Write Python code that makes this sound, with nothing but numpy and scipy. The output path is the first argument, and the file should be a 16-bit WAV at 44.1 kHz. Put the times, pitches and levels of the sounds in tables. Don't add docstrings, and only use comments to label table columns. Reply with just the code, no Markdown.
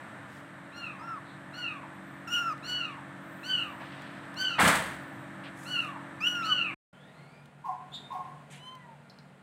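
import sys
import numpy as np
from scipy import signal
from scipy.fft import rfft, irfft, next_fast_len
from scipy.io import wavfile
from scipy.ndimage import map_coordinates

SR = 44100
rng = np.random.default_rng(int(sys.argv[2]) if len(sys.argv) > 2 else 0)


def dump(signal):
    limited = np.clip(np.atleast_2d(signal).T, -1, 1)
    pcm = np.round(limited * 32767).astype(np.int16)
    wavfile.write(sys.argv[1], SR, pcm)


N = 415422
TIME = np.arange(N) / SR
ONSET_DB = 17


def near_kitten():
    # mouth_widest_s, mouth_wide_s, mouth_db, quaver (share of the pitch)
    mews = [(0.99, 0.2, 1475, 286, 0.08, 2380, -41, -8.5, 0.09, 0.047, -9, 0.015),
            (2.273, 0.26, 1456, 101.6, 0.099, 1053, -31.5, 2, 0.071, 0.036, 9.5, 0.019),
            (6.204, 0.337, 1564, 397, 0.065, 1295, -32.5, 1.5, 0.049, 0.053, 21.5, 0.0094)]
    # level_db, peak (share of the mew), rise_db_per_s, fall_db_per_s
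    harmonics = [(2, 0.79, 55.5, 126), (-4, 0.44, 134, 157), (-30, 0.3, 130, 68), (-16, 0.24, 133, 79)]
    # frequency_hz, relative_db
    overtones = [(5500, 5), (7200, -9), (8500, -14), (10000, -21), (11500, -21.5), (13500, -13.5),
                 (15500, -24.5)]
    voice = sum(call(mew_course(mew, harmonics, scoop_s=0.053, attack_s=0.0015),
                     jitter=quaver, jitter_hz=140, shimmer_db=2.2, overtones=overtones,
                     rasp_db=-19.5, breath_db=-7, fade_s=0.003) for *mew, quaver in mews)
    return reverb(voice, wet_db=-12.5)


def far_kitten():
    # mouth_widest_s, mouth_wide_s, mouth_db
    mews = [(0.719, 0.34, 1434, 231.7, 0.088, 2255, -44.5, -4.5, 0.15, 0.049, 7),
            (1.525, 0.33, 1491, 266.3, 0.072, 2146, -42, -4, 0.15, 0.058, 10.5),
            (2.625, 0.37, 1479, 264.6, 0.158, 2564, -38.5, 1, 0.19, 0.012, 7.5),
            (3.429, 0.31, 1531, 291.4, 0.094, 2135, -39, -2, 0.12, 0.084, 12),
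            (4.357, 0.31, 1550, 243, 0.084, 2370, -36.5, 0, 0.102, 0.013, 9),
            (5.652, 0.32, 1498, 248.3, 0.078, 2200, -38.5, -5, 0.11, 0.067, 11),
            (6.418, 0.3, 1503, 513, 0.12, 1920, -37.5, -1, 0.34, 0.23, 20.5)]
    # level_db, peak (share of the mew), rise_db_per_s, fall_db_per_s
    harmonics = [(0, 0.2, 220, 42.5), (2.5, 0.35, 132, 137.5), (-1, 0.15, 301.5, 125.5)]
    # frequency_hz, relative_db
    overtones = [(4500, -14), (6000, -11), (7500, -18), (9000, -27), (11000, -37), (13800, -26.5),
                 (15500, -36)]
    voice = sum(call(mew_course(mew, harmonics, scoop_s=0.018), jitter=0.006, jitter_hz=110,
                     shimmer_db=2.2, overtones=overtones, rasp_db=-22, breath_db=-12) for mew in mews)
    mouth = butter(voice, 1, [2350, 3100], "band")
    return reverb(voice + from_db(-10) * mouth, wet_db=-2)


def faint_kitten():
    # mouth_widest_s, mouth_wide_s, mouth_db
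    mews = [(8.569, 0.4, 1035, 100.5, 0.19, 800, -50, -2.5, 0.257, 0.041, 15)]
    # level_db, peak (share of the mew), rise_db_per_s, fall_db_per_s
    harmonics = [(-3.5, 0.33, 53, 20), (-17, 0.5, 30, 55), (4.5, 0.33, 94, 490), (-14, 0.21, 72, 120)]
    # frequency_hz, relative_db
    overtones = [(5000, -5), (6200, 3), (7200, -6), (8200, 2), (15000, -18)]
    return sum(call(mew_course(mew, harmonics, scoop_s=0.045), jitter=0.004, jitter_hz=88,
                    shimmer_db=2, overtones=overtones, rasp_db=-35) for mew in mews)


def mew_course(mew, harmonics, scoop_s, attack_s=0.005):
    start, length, hz, scoop_hz, hold_s, sag, db, overtones_db, widest_s, wide_s, mouth_db = mew
    bend_s = 0.01573
    t = steps(length)
    pitch = hz - scoop_hz * np.exp(-t / scoop_s) - sag * bend_s * np.logaddexp(0, (t - hold_s) / bend_s)
    pitch -= 171 * np.exp((t - length) / 0.012)
    voice_db = db - 7 * np.exp(-t / attack_s)
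    first, second, *higher = [voice_db + own_db + swell(t, peak * length, rise, fall)
                              for own_db, peak, rise, fall in harmonics]
    second += mouth_db * np.exp(-((t - widest_s) / wide_s) ** 2)
    upper = [level + overtones_db for level in [second, *higher]]
    return np.column_stack([start + t, pitch, first, *upper])


def call(course, jitter, jitter_hz, shimmer_db, overtones=None, rasp_db=-40, breath_db=-60, fade_s=0.012):
    start, end = course[0][0], course[-1][0]
    span = (TIME > start - fade_s) & (TIME < end + fade_s)
    t, out, wave = TIME[span], np.zeros(N), 0
    pitch, *levels = in_time(course, t)
    phase = 2 * np.pi * np.cumsum(pitch * (1 + jitter * drift(jitter_hz, len(t)))) / SR
    air = signal.lfilter([0.6], [1, -0.75], rng.standard_normal(len(t)))
    breath = from_db(levels[-1] + breath_db) * air
    if overtones:
        effort_db = 0.5 * np.clip(levels[-1] + 49, -16, 0)
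        levels += [levels[-1] + effort_db + at_hz(overtones, k * pitch)
                   for k in range(len(levels) + 1, 13)]
    for k, db in enumerate(levels, 1):
        rasp = from_db(rasp_db) * k
        blur = 1 + rasp * (drift(550, len(t)) + 1j * drift(550, len(t)))
        wave += from_db(db) * np.imag(blur * np.exp(1j * k * phase)) / np.sqrt(0.5 + rasp ** 2)
    shimmer = from_db(shimmer_db * drift(65.8, len(t)))
    out[span] = (wave + breath) * shimmer * gate(t, start, end, fade_s)
    return out


def shove():
    # time_s, thud_db, crack_db
    knocks = [(4.596, -30.5, -31), (4.63, -22, -47), (4.66, -25.5, -52.5), (4.676, -37, -23),
              (4.752, -43, -29)]
    # frequency_hz, relative_db
    dull_colour = [(200, -21), (400, -16), (650, -7.5), (1000, -5.5), (1400, -5), (1950, -5), (2500, -14),
                   (3500, -18.5), (4600, -26), (8000, -63.5)]
    bright_colour = [(2000, -18.5), (3000, 1), (5400, -8.5), (7000, -5), (8400, 1.5), (10500, -8.5),
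                     (15500, -16)]
    thud_colour = [(25, -32.5), (50, -22), (70, -1.5), (120, -2.5), (170, 3), (230, 1.5), (300, 0.5),
                   (420, -39)]
    start_s, full_force_s = 4.58, 0.11
    knock_attack_s, knock_decay_s = 0.003, 0.013
    t = TIME - start_s
    slowing = np.maximum(t - full_force_s, 0)
    push = np.clip(t / 0.014, 0, 1) * from_db(-92 * slowing)
    dull = from_db(-21) * push
    thud = from_db(-36) * push
    bright = from_db(-32 - 102.5 * slowing) * np.clip(t / 0.03, 0, 1) ** 2
    for at, thud_db, crack_db in knocks:
        blow = np.clip((TIME - at) / knock_attack_s, 0, 1) * strike(at, knock_decay_s)
        thud = np.hypot(thud, from_db(thud_db) * blow)
        bright = np.hypot(bright, from_db(crack_db) * blow)
    scrape = dull * noise(dull_colour) + bright * noise(bright_colour)
    friction = from_db(1.1 * drift(250, N))
    return reverb(scrape * friction + thud * noise(thud_colour), wet_db=-14)


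def hoots():
    # start_s, length_s, pitch_hz, held_db, falling_db
    notes = [(7.642, 0.085, 1044, -34.5, -38), (8.105, 0.085, 1085, -35, -39),
             (8.224, 0.102, 1065, -47, -54)]
    attack_s, fall_s, from_hz, to_hz = 0.016, 0.0313, 975, 729
    out = np.zeros(N)
    for start, length, hz, db, falling_db in notes:
        t = steps(length)
        level = db + swell(t, attack_s, ONSET_DB / attack_s, fall_db_per_s=115)
        held = np.column_stack([start + t, np.full_like(t, hz), level, level - 30])
        glide = to_hz + (from_hz - to_hz) * np.exp(-(t / fall_s) ** 2)
        falling = np.column_stack([start + t, glide, falling_db - 92 * t])
        out += call(held, jitter=0.022, jitter_hz=131, shimmer_db=1.5, breath_db=6, fade_s=0.0066)
        out += call(falling, jitter=0.016, jitter_hz=128, shimmer_db=1.5, fade_s=0.00476)
    return out


def bird():
    # start_s, length_s, pitch_hz, level_db
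    chirps = [(7.916, 0.208, 3654, -40)]
    overtones_db = [-19, -29, -31]
    scoop_hz, attack_s, hoarse_s = 192, 0.025, 0.079
    out = np.zeros(N)
    for start, length, hz, db in chirps:
        t = steps(length)
        pitch = hz - scoop_hz * np.maximum(1 - t / attack_s, 0)
        burst = db + swell(t, attack_s, ONSET_DB / attack_s, fall_db_per_s=335)
        ring = db - 14 + swell(t, attack_s, ONSET_DB / attack_s, fall_db_per_s=34)
        upper = [burst + own_db for own_db in overtones_db]
        course = np.column_stack([start + t, pitch, np.maximum(burst, ring), *upper])
        note = call(course, jitter=0.012, jitter_hz=700, shimmer_db=3.2,
                    rasp_db=-15, breath_db=9, fade_s=0.005)
        squeak = call(course[t < hoarse_s, :4], jitter=0.1, jitter_hz=1500, shimmer_db=2.2)
        out += note + from_db(-2) * squeak
    return out


def paws():
    # start_s, length_s, level_db, centre_hz, width_octaves
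    scuffs = [(0.277, 0.22, -65, 1600, 1.8), (1.247, 0.17, -63.5, 3740, 0.17),
              (3.2, 0.82, -71, 13700, 0.17), (3.417, 0.31, -62, 8000, .2), (3.787, 0.61, -55, 2630, 0.51),
              (3.797, 0.065, -43.5, 1040, 0.89), (5.433, 0.074, -47.5, 2490, 0.46),
              (5.551, 0.41, -58.5, 7860, 0.47), (8.499, 0.13, -53.5, 2350, 0.56),
              (8.5, 0.11, -59, 7740, 0.36)]
    # start_s, level_db
    ticks = [(2.523, -52), (2.578, -55), (4.02, -49), (4.342, -48), (5.575, -56), (5.632, -55),
             (5.848, -49), (7.457, -55), (8.752, -53)]
    out = np.zeros(N)
    for start, length, db, centre_hz, octaves in scuffs:
        size, at = int(length * SR), int(start * SR)
        hz = np.fft.rfftfreq(size, 1 / SR) + 1
        band = np.exp(-0.5 * (np.log2(hz / centre_hz) / octaves) ** 2)
        rub = irfft(rfft(rng.standard_normal(size)) * band, size)
        grain = from_db(1.5 * drift(160, size))
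        stroke = np.sin(np.pi * np.linspace(0, 1, size) ** 0.58)
        out[at:at + size] += from_db(db) * rms_one(rub) * stroke * grain
    taps = sum(from_db(db) * strike(start, decay_s=0.003) for start, db in ticks)
    return out + taps * noise([(800, -12), (3500, 12), (8500, -1), (15000, -6)])


def clicks():
    # start_s, level_db
    hits = [(9.098, -50), (9.187, -53.5)]
    # frequency_hz, relative_db
    colour = [(1500, -28), (3700, -17), (4150, 11), (4600, 1), (5400, 1), (6200, -28), (12000, -28)]
    return noise(colour) * sum(from_db(db) * strike(start, decay_s=0.0095) for start, db in hits)


def rising_whistle():
    # start_s, length_s, pitch_hz, rise_hz_per_s, level_db, second_harmonic_db
    whistles = [(6.94, 0.48, 1510, 2650, -68, -66)]
    slowing_hz_per_s2 = 2600
    out = np.zeros(N)
    for start, length, hz, rise, db, second_db in whistles:
        t = steps(length)
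        pitch = hz + rise * t - slowing_hz_per_s2 * t ** 2 / 2
        course = np.column_stack([start + t, pitch, db + 2 * t, second_db - 29 * t])
        out += call(course, jitter=0.02, jitter_hz=392, shimmer_db=2.5, rasp_db=-12)
    return out


def high_whistles():
    # start_s, length_s, top_hz, depth_hz, level_db
    arches = [(1.93, 0.33, 13900, 1300, -82), (4.89, 0.27, 15200, 1200, -77), (5.15, 0.11, 14250, 400, -79),
              (7.8, 0.3, 8650, 600, -82)]
    out = np.zeros(N)
    for start, length, top_hz, depth_hz, db in arches:
        t = steps(length)
        pitch = top_hz - depth_hz * (2 * t / length - 1) ** 2
        course = np.column_stack([start + t, pitch, np.full_like(t, db)])
        out += call(course, jitter=0.004, jitter_hz=200, shimmer_db=4.5)
    return out


def fan():
    # frequency_hz, relative_db
    air_colour = [(18, -65), (30, -39.5), (130, -2), (160, -7), (193, -3), (244, -7.5), (278, -8),
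                  (334, -11), (361, -14.5), (457, -16), (594, -7.5), (752, -11), (1740, -8.5),
                  (2710, -23.5), (3810, -27.5), (4830, -39.5), (6780, -40.5), (8360, -30), (9530, -41),
                  (14100, -49), (15700, -59.5)]
    # pitch_hz, level_db
    tones = [(142, -56.5), (188, -56.5), (281.5, -54.5), (328, -57), (1767, -60.5)]
    # time_s, gain_db
    air_swell = [(0, -4), (.6, -7), (1.4, -6.5), (3, -6), (4.2, -4), (5.3, -4.5), (6.7, -5.5)]
    hum_swell = [(0, -5.5), (1, -2.5), (2.2, -0.5), (4.2, 0.5), (6.7, 2)]
    air = from_db(-41.5 + in_time(air_swell)[0]) * noise(air_colour)
    return air + from_db(in_time(hum_swell)[0]) * hum(tones, waver_db=0.5)


def quiet_air():
    # frequency_hz, relative_db
    colour = [(18, -80), (30, -40), (65, -16.5), (111, -13), (144, 2.5), (208, -14), (237, -7), (352, -15),
              (677, -10), (1080, -15.5), (1880, -17.5), (4020, -31.5), (5650, -42), (8590, -34.5),
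              (10600, -44), (15700, -53)]
    # time_s, level_db
    ride = [(6.93, -56), (7.2, -53), (7.55, -57.5), (8.15, -51.5), (8.6, -55), (9.0, -56), (9.42, -57)]
    # pitch_hz, level_db
    tones = [(144, -60.5), (189, -64.5), (231, -68.5), (1412, -70.5)]
    return from_db(in_time(ride)[0]) * noise(colour) + hum(tones, waver_db=2)


def hum(tones, waver_db):
    return sum(np.sqrt(2) * from_db(db + waver_db * drift(9, N))
               * np.sin(2 * np.pi * (hz * TIME + rng.random())) for hz, db in tones)


def reverb(x, wet_db):
    # frequency_hz, decay_s
    t60 = [(100, 1), (600, 0.75), (1500, 0.4), (3000, 0.27), (6000, 0.45), (14000, 0.24)]
    t, edges_hz, tail = TIME[:SR], 40 * 2 ** np.arange(10), 0
    for low, high in zip(edges_hz, edges_hz[1:]):
        band = butter(rng.standard_normal(SR), 2, [low, high], "band")
        tail += band * from_db(-60 * t / at_hz(t60, np.sqrt(low * high)))
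    tail *= np.clip(t / 0.003, 0, 1)
    echo = signal.fftconvolve(x, tail / np.linalg.norm(tail))[:N]
    wet = from_db(wet_db)
    return (x + wet * echo) / np.hypot(1, wet)


def noise(colour):
    size = next_fast_len(N)
    gain = from_db(at_hz(colour, np.fft.rfftfreq(size, 1 / SR)))
    return rms_one(irfft(rfft(rng.standard_normal(size)) * gain, size)[:N])


def drift(rate_hz, size):
    place = np.arange(size) / SR * rate_hz
    return map_coordinates(rng.standard_normal(4096), [place], order=2, mode="wrap")


def swell(t, peak_s, rise_db_per_s, fall_db_per_s):
    return -rise_db_per_s * np.maximum(peak_s - t, 0) - fall_db_per_s * np.maximum(t - peak_s, 0)


def strike(start_s, decay_s):
    return (TIME >= start_s) * np.exp(-np.abs(TIME - start_s) / decay_s)


def gate(t, start, end, fade_s):
    return np.clip((t - start) / fade_s + 0.5, 0, 1) * np.clip((end - t) / fade_s + 0.5, 0, 1)


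def steps(length_s):
    return np.linspace(0, length_s, 120)


def in_time(rows, t=TIME):
    times, *columns = np.transpose(rows)
    return [np.interp(t, times, column) for column in columns]


def at_hz(points, hz):
    frequencies, values = np.transpose(points)
    return np.interp(np.log(np.maximum(hz, 1)), np.log(frequencies), values)


def butter(x, order, hz, kind):
    return signal.sosfilt(signal.butter(order, hz, kind, fs=SR, output="sos"), x)


def from_db(db):
    return 10 ** (np.asarray(db) / 20)


def rms_one(x):
    return x / np.sqrt(np.mean(x ** 2) + 1e-20)


def scene():
    silence_from_s, silence_to_s = 6.743, 6.93
    tiled_room = fan() + near_kitten() + far_kitten() + shove() + high_whistles()
    nearby = reverb(faint_kitten() + clicks(), wet_db=-8)
    distant = reverb(hoots() + bird() + rising_whistle(), wet_db=1)
    quiet_place = nearby + distant + quiet_air()
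    before = gate(TIME, -1, silence_from_s, fade_s=0.005)
    after = gate(TIME, silence_to_s, TIME[-1] + 1, fade_s=0.005)
    return (before * tiled_room + after * quiet_place + paws())[None]


def record(dry):
    thin = butter(dry, 2, 45, "high")
    return signal.sosfilt(signal.ellip(12, 0.1, 80, 15800, fs=SR, output="sos"), thin)


dry = scene()
out = record(dry)
dump(out)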